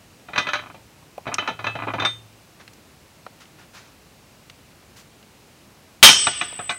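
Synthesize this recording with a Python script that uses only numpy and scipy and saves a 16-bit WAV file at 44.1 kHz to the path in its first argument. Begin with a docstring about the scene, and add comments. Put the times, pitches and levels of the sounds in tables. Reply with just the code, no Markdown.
"""On a driveway, a log is set into a steel splitting stand: the sliding wedge clanks and scrapes on
its post, the base plate hums, a splinter snaps. Shoes step back over grit, then a sledgehammer hits
the wedge hard enough to overload the microphone. The hammer head sings on as it swings away, while
the stand rocks on the asphalt and the yard echoes."""
import sys
import numpy as np
from scipy import signal
from scipy.fft import rfft, irfft, next_fast_len
from scipy.io import wavfile

SR = 44100
rng = np.random.default_rng(int(sys.argv[2]) if len(sys.argv) > 2 else 0)


def to_wav(sig):
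    """Store sig (one row per channel, or 1-D mono) as 16-bit WAV at the path in sys.argv[1].

    Samples outside -1..1 are clipped; the rate is SR.
    """
    pcm = np.clip(np.atleast_2d(sig), -1, 1) * 32767
    pcm = np.round(pcm).astype(np.int16)
    wavfile.write(sys.argv[1], SR, pcm.T)  # frames by channels


N = 298998
SCENE_S = np.arange(N) / SR
RING_S = np.arange(SR) / SR  # time since a contact
BLOW_S = 6.028

# stand modes: f/Hz, level/dB, t60/s
STAND_MODES = [(598, -5, .14), (780, -7, .09), (1001, -4, .1), (1265, 0, .11), (1450, -4, .12),
               (1657, -7, .1), (1746, -1, .14), (2000, -4, .2), (2505, -2, .11), (3068, -8, .28),
               (3128, -14, .3), (3320, -13, .23), (3612, -11, .17), (3803, -13, .22), (4010, -8, .17),
               (4615, -21, .2), (5900, -21, .12), (6410, -27, .25)]
# spectra of steel clatter, its bright edge and the log's thud: f/Hz, level/dB
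CLATTER_SPECTRUM = [(40, -61), (300, -2.5), (600, -23), (1300, 6), (1800, -4.5), (2150, -4), (2500, 2.5),
                    (2850, -10), (3900, -10), (4400, -22), (9000, -46)]
EDGE_SPECTRUM = [(2500, -10), (4400, -4.5), (5200, -7.5), (6200, 1.5), (7200, -19), (9000, -20),
                 (11000, -53), (16000, -49)]
THUD_SPECTRUM = [(30, -37), (60, -18), (110, 4.5), (300, -7), (600, 0), (900, 3.5), (2000, -74)]
# shoves on the wedge: t/s, length/s, scrape/dB, hum/dB
SHOVES = [(0.32, 0.38, -40, -53), (1.255, 0.23, -31.5, -51), (1.577, .17, -48, -38.5),
          (1.783, .26, -30, -38.5)]


def amp(db):
    """Decibels to gain."""
    return 10 ** (np.asarray(db) / 20)


def unit(x):
    """Scale to rms 1."""
    return x / np.sqrt(np.mean(x ** 2) + 1e-20)


def along(points, hz):
    """Interpolate (f/Hz, value) points on a log axis."""
    f, v = np.transpose(points)
    return np.interp(np.log(hz + 1), np.log(f + 1), v)


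def filtered(x, response):
    """Apply a zero-phase gain response(hz)."""
    size = next_fast_len(len(x) + 8192)
    return irfft(rfft(x, size) * response(np.fft.rfftfreq(size, 1 / SR)), size)[:len(x)]


def noise(spectrum, size=SR, db_per_oct=0, peaky_db=0):
    """Coloured noise, rms 1, tilted above 300 Hz; peaky_db adds chance resonances."""
    knots_hz = np.arange(0, SR / 2, 45)
    peaks_db = peaky_db * np.clip(rng.standard_normal(len(knots_hz)), -2, 2)

    def colour(hz):
        tilt_db = db_per_oct * np.log2(np.maximum(hz, 300) / 2000)
        return amp(along(spectrum, hz) + tilt_db + np.interp(hz, knots_hz, peaks_db)) * (hz > 20)
    return unit(filtered(rng.standard_normal(size), colour))


def steel(spectrum):
    """Dense steel modes, a few standing out at each contact."""
    return noise(spectrum, peaky_db=6)


def fade(t60_s):
    """Free decay."""
    return amp(-60 * RING_S / t60_s)


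def rise(tau_s):
    """Build-up of a contact."""
    return 1 - np.exp(-RING_S / tau_s)


def held(t_s, length_s, attack_s, t60_s):
    """Attack, hold and free decay of a push."""
    age_s = np.maximum(SCENE_S - t_s, 0)
    return (1 - np.exp(-age_s / attack_s)) * amp(-60 * np.maximum(age_s - length_s, 0) / t60_s)


def ring(modes, scatter_db=0):
    """Decaying modes with random phase and level scatter."""
    return sum(amp(db + scatter_db * rng.standard_normal()) * fade(t60_s)
               * np.sin(2 * np.pi * (hz * RING_S + rng.random())) for hz, db, t60_s in modes)


def add(track, t_s, sound):
    """Mix a sound in at t_s."""
    start = round(t_s * SR)
    track[start:start + len(sound)] += sound[:N - start]


def background():
    """Still outdoor air, with hiss and faint whine from the electronics."""
    # air spectrum and whine tones: f/Hz, level/dB
    air_spectrum = [(15, -51), (25, -55), (45, 1.5), (110, 1), (140, 1), (469, -7), (537, -7), (703, -8.5),
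                    (782, -9), (1620, -14), (2770, -13), (3260, -17), (4040, -16), (7500, -20),
                    (15500, -27)]
    tones = [(7900, -74), (15750, -80)]
    whine = sum(amp(db) * np.sqrt(2) * np.sin(2 * np.pi * hz * SCENE_S) for hz, db in tones)
    return amp(-51) * noise(air_spectrum, size=N) + whine


def clanks(edge_db_per_db=2.12):
    """The wedge knocks its post: the stand rings, the log thuds; harder is brighter."""
    # knocks: t/s, steel/dB, thud/dB
    knocks = [(0.285, -31.5, -42), (0.333, -22.5, -42.5), (0.359, -15, -38.5), (0.378, -6.5, -30.5),
              (0.469, -16.5, -41), (0.487, -14, -56), (0.533, -10, -48), (0.554, -15.5, -53),
              (0.59, -26, -53), (0.672, -47, -52), (0.744, -38.5, -43.5), (1.267, -29, -34.5),
              (1.276, -21.5, -30.5), (1.383, -13, -35.5), (1.475, -13, -39), (1.485, -22, -29),
              (1.591, -23.5, -41), (1.642, -17, -37.5), (1.667, -14, -33), (1.753, -21.5, -33.5),
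              (1.83, -38, -41), (1.869, -33, -31), (1.936, -20.5, -28.5), (1.998, -14.5, -33.5),
              (2.021, -15.5, -27.5), (2.049, -10, -42)]
    out = np.zeros(N)
    for t_s, db, thud_db in knocks:
        modes = amp(-14.5) * ring(STAND_MODES, scatter_db=2)
        contact = fade(.051) + amp(-8) * fade(.22)  # crack, then clatter
        body = amp(db) * (modes + amp(-8.5) * steel(CLATTER_SPECTRUM) * contact)
        thud = amp(thud_db + 4.5) * noise(THUD_SPECTRUM) * fade(.17)
        edge = amp(-11.5 + edge_db_per_db * db) * steel(EDGE_SPECTRUM) * contact
        add(out, t_s, (body + thud + edge) * rise(.00071))
    return out


def yard_tail():
    """Scattered echoes from house and trees; treble dies first."""
    # echo spectrum: f/Hz, level/dB
    spectrum = [(100, -8.5), (400, -10.5), (900, -17), (2000, -4.5), (3100, 5), (4200, 1.5), (5400, 15.5),
                (6400, 13.5), (7300, 1), (9300, 11), (10500, -40), (16000, -52)]
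    # echo decay: f/Hz, t60/s
    decay = [(150, 1.44), (1000, 2.4), (3000, 1.37), (5500, 0.62), (9000, 0.42), (14000, .3)]
    hz, t_s, bands = signal.stft(noise(spectrum, peaky_db=5), SR, nperseg=256)
    bands *= amp(-60 * t_s / along(decay, hz)[:, None])
    _, tail = signal.istft(bands, SR, nperseg=256)
    return tail[:SR] * rise(.02)


def drag(slips_per_s=90, spread_db=7, dull_hz=4500):
    """The shoved wedge slides in tiny uneven slips, each ringing the stand; rust softens them."""
    force = sum(amp(db) * held(t_s, length_s, attack_s=.002, t60_s=.11)
                for t_s, length_s, db, _ in SHOVES)
    slipping = rng.random(N) < slips_per_s / SR
    slips = slipping * amp(spread_db * rng.uniform(-1, 1, N)) * rng.choice([-1, 1], N)
    slips = filtered(slips, lambda hz: 1 / (1 + (hz / dull_hz) ** 4))
    modes = amp(-13) * ring(STAND_MODES, scatter_db=2) * fade(.3)
    tick = noise(CLATTER_SPECTRUM, db_per_oct=-3) + amp(-9) * noise(THUD_SPECTRUM)
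    response = modes + tick * fade(.06)
    return amp(-9.5) * signal.fftconvolve(unit(slips) * force, response / np.linalg.norm(response))[:N]


def plate_hum(mode_hz=110, width_hz=7.5):
    """Each shove excites the base plate's lowest mode, which dies slowly."""
    power = sum((amp(db) * held(t_s, length_s, attack_s=.02, t60_s=1.33)) ** 2
                for t_s, length_s, _, db in SHOVES)
    wander = filtered(rng.standard_normal(N), lambda hz: np.exp(-(hz / width_hz) ** 2))
    return np.sqrt(power) * np.sin(2 * np.pi * mode_hz * SCENE_S + .4 * unit(wander))


def clinks():
    """The loose wedge and single stand modes ring on after some knocks."""
    # wedge knocked free: t/s, level/dB
    releases = [(.379, -25), (2.049, -13)]
    # loose wedge modes: f/Hz, level/dB, t60/s
    loose_modes = [(3612, 0, .24), (3806, -18, .19), (4829, -23, .12), (5900, -20, .09), (6406, -29, .35),
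                   (8452, -28, .35)]
    # lingering stand modes: t/s, f/Hz, level/dB, t60/s
    lingering = [(.357, 2510, -21, .07), (.379, 1997, -24, .42), (1.384, 2606, -34, .55),
                 (1.392, 3047, -22, .14), (1.668, 2606, -25, .35), (1.999, 3612, -23, .1),
                 (6.693, 1535, -28, .2), (6.693, 2020, -31, .3)]
    out = np.zeros(N)
    for t_s, db in releases:
        add(out, t_s, amp(db) * ring(loose_modes) * rise(.002))
    for t_s, *mode in lingering:
        add(out, t_s, ring([mode]) * rise(.002))
    return out


def taps():
    """Wood and heel land with a dull tap and a click."""
    # contacts: t/s, level/dB, relative click/dB
    contacts = [(1.027, -36, -23), (1.179, -18.5, -22), (3.265, -24.5, -8), (6.527, -33, -14)]
    # tap spectrum: f/Hz, level/dB
    spectrum = [(100, -20), (230, -15), (500, -1), (950, 0.5), (1400, -27), (3000, -39)]
    out = np.zeros(N)
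    for t_s, db, click_db in contacts:
        wood = amp(-5) * noise(spectrum) * (fade(.02) + amp(-15) * fade(.08))
        click = amp(click_db + 3) * noise(CLATTER_SPECTRUM, db_per_oct=2) * fade(.02)
        add(out, t_s, amp(db) * rise(.00039) * (wood + click))
    return out


def splinter(t_s=1.3415, db=-14, t60_s=.022):
    """Wood splits with one sharp snap and a faint tail."""
    # snap spectrum: f/Hz, level/dB
    spectrum = [(1000, -20), (2700, 11.5), (4000, 3), (5800, 15), (7500, 4), (9000, 1.5), (11000, -14),
                (15000, -24)]
    out = np.zeros(N)
    add(out, t_s, amp(db) * rise(.0005) * noise(spectrum) * (fade(t60_s) + amp(-26) * fade(.1)))
    return out


def scuffs():
    """Soles and cloth brush in short strokes."""
    # strokes: t/s, length/s, level/dB, tilt/(dB/oct)
    strokes = [(2.595, 0.034, -47, -3), (3.398, 0.047, -47, 0.5), (3.576, 0.074, -49.5, -2),
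               (3.731, 0.09, -44.5, 0.5), (3.802, .12, -54.5, 0.5), (4.956, 0.07, -47.5, 4)]
    # friction spectrum: f/Hz, level/dB
    spectrum = [(200, -7), (1400, 9.5), (3000, 4), (6000, 0), (10000, -12.5), (15000, -19)]
    out = np.zeros(N)
    for t_s, length_s, db, db_per_oct in strokes:
        envelope = np.interp(RING_S / length_s, [0, .2, .7, 1.2], [0, 1, .8, 0])
        add(out, t_s, amp(db) * envelope * noise(spectrum, db_per_oct=db_per_oct))
    return out


def grit(t60_s=.024):
    """Grains crunch underfoot, one tick each."""
    # grains: t/s, level/dB, f/Hz
    grains = [(2.6114, -35, 2900), (2.678, -30, 2730), (2.734, -37, 6060), (3.4544, -41, 3090),
              (4.498, -27.5, 3100), (5.227, -38, 2920)]
    out = np.zeros(N)
    for t_s, db, hz in grains:
        tick = noise([(hz / 8, -25), (hz / 2, -3), (hz, 0), (hz * 2, -10), (hz * 4, -28)])
        add(out, t_s, amp(db - 5.5) * tick * fade(t60_s) * rise(.00034))
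    return out


def sledge(treble_hz=7500, hard_db_per_oct=2, hard_above_hz=3000):
    """The blow: a dense crash whose treble dies first, the wedge's clang and the yard's echo."""
    # crash spectrum: f/Hz, level/dB
    spectrum = [(30, -40), (90, -44), (190, -5.5), (400, -17), (800, -8.5), (1300, -4), (2000, -4),
                (2800, 1.5), (3130, 4.5), (3500, -2.5), (4200, -3.5), (6000, -5), (8000, -12.5),
                (10000, -11.5), (16000, -31)]
    # struck wedge modes: f/Hz, level/dB, t60/s
    wedge_modes = [(1210, -8, .2), (1744, -10, .2), (2528, -10, .25), (3045, -11, .6), (3069, -10, .42),
                   (3129, -1.5, .42), (3215, 2, .18), (3330, -8, .28), (3608, -9, .28), (3797, -8, .25),
                   (4009, -5, .2), (4382, -21, .43), (4613, -9, .2), (4841, -10, .2), (5319, -17, .38),
                   (5933, -11, .33), (6416, -10, .33), (6888, -15, .2), (8260, -11, .24), (8739, -13, .23),
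                   (9362, -14, .15), (9765, -21, .18), (11410, -21, .25), (12180, -22, .23),
                   (14860, -30, .21)]
    swarm = noise(spectrum, peaky_db=3)
    treble = filtered(swarm, lambda hz: 1 - 1 / (1 + (hz / treble_hz) ** 6))
    crash = (swarm - treble) * fade(.26) + treble * fade(.2)
    # a hard blow favours high partials
    partials = [(hz, db + hard_db_per_oct * max(np.log2(hz / hard_above_hz), 0), t60_s)
                for hz, db, t60_s in wedge_modes]
    out = np.zeros(N)
    add(out, BLOW_S, amp(6) * crash + amp(-1) * ring(partials) + amp(-8.5) * yard_tail())
    return out


def hammer_head(note_hz=8081, t60_s=2.3, turns_per_s=2, facing_s=.19, sound_m_per_s=343):
    """The ringing head swings away; its ground echo, Doppler-shifted more, beats with it ever faster."""
    # rebound and lift: t/s, growth of echo path/(m/s)
    lift = [(6.03, .15), (6.17, .25), (6.34, .27), (6.43, .85), (6.6, 2.9), (6.78, 3.3)]
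    age_s = np.maximum(SCENE_S - BLOW_S, 0)
    path_m = np.cumsum(np.interp(SCENE_S, *np.transpose(lift)) * (age_s > 0)) / SR
    direct = np.sin(2 * np.pi * note_hz * (age_s - .12 * path_m / sound_m_per_s))
    echo = np.sin(2 * np.pi * note_hz * (age_s - path_m / sound_m_per_s))
    echo_gain = .55 / (1 + (path_m / .6) ** 8)  # lost beyond 0.6 m of extra path
    beam_db = 3.5 * np.cos(2 * np.pi * turns_per_s * (age_s - facing_s))  # turning sweeps the beam
    return amp(-20 + beam_db - 60 * age_s / t60_s) * (direct + echo_gain * echo)


def rocking():
    """The stand jumps and lands repeatedly, slapping the asphalt and ringing its base plate."""
    # landings: t/s, level/dB, slap t60/s, tilt/(dB/oct)
    landings = [(6.089, 2.5, 0.045, -0.5), (6.269, -3, 0.066, -0.5), (6.412, -9.5, 0.11, 1.5),
                (6.59, -17.5, 0.11, -5), (6.693, -10.5, 0.15, 1), (6.707, -14, 0.082, 0.5)]
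    # modes of the plate under the log: f/Hz, level/dB, t60/s
    plate_modes = [(718, -10, 0.13), (850, -2, 0.043), (1280, -9, 0.031), (1320, -7, 0.031),
                   (1477, -14, 0.17), (1748, -5, 0.062), (1996, -18, 0.18), (2330, -12, 0.06),
                   (2445, 10, 0.018), (2930, -6, 0.087), (3420, -9, 0.1), (3680, 3.5, 0.027),
                   (4000, -12, 0.059)]
    out = np.zeros(N)
    for t_s, db, t60_s, db_per_oct in landings:
        slap = (amp(-11) * steel(CLATTER_SPECTRUM) + amp(-25.5) * steel(EDGE_SPECTRUM)) * fade(t60_s)
        thud = amp(-19.5) * noise(THUD_SPECTRUM) * fade(.11)
        plate = amp(-9) * ring(plate_modes, scatter_db=2)
        tilt = lambda hz: amp(db_per_oct * np.log2(np.maximum(hz, 600) / 1500))
        add(out, t_s, amp(db) * filtered(plate + slap + thud, tilt) * rise(.002))
    return out


def scene():
    """Handling with a faint yard echo, the blow and open air; mono."""
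    handling = clanks() + clinks() + drag() + rocking() + taps() + splinter() + grit() + scuffs()
    tail = yard_tail()
    echo = amp(-39) * signal.fftconvolve(handling, tail / np.linalg.norm(tail))[:N]
    return (handling + echo + plate_hum() + sledge() + hammer_head() + background())[None]


def record(dry, low_cut_hz=58, notch_hz=7795, notch_q=50, top_hz=15900):
    """Microphone chain: overload at full scale, bass cut, narrow notch, band limit."""
    clipped = np.clip(dry[0], -1, 1)
    thinned = signal.lfilter(*signal.butter(2, low_cut_hz, "highpass", fs=SR), clipped)
    notched = signal.lfilter(*signal.iirnotch(notch_hz, notch_q, SR), thinned)
    return filtered(notched, lambda hz: np.clip((top_hz - hz) / 300 + .5, 0, 1))[None]


dry = scene()
out = record(dry)
to_wav(out)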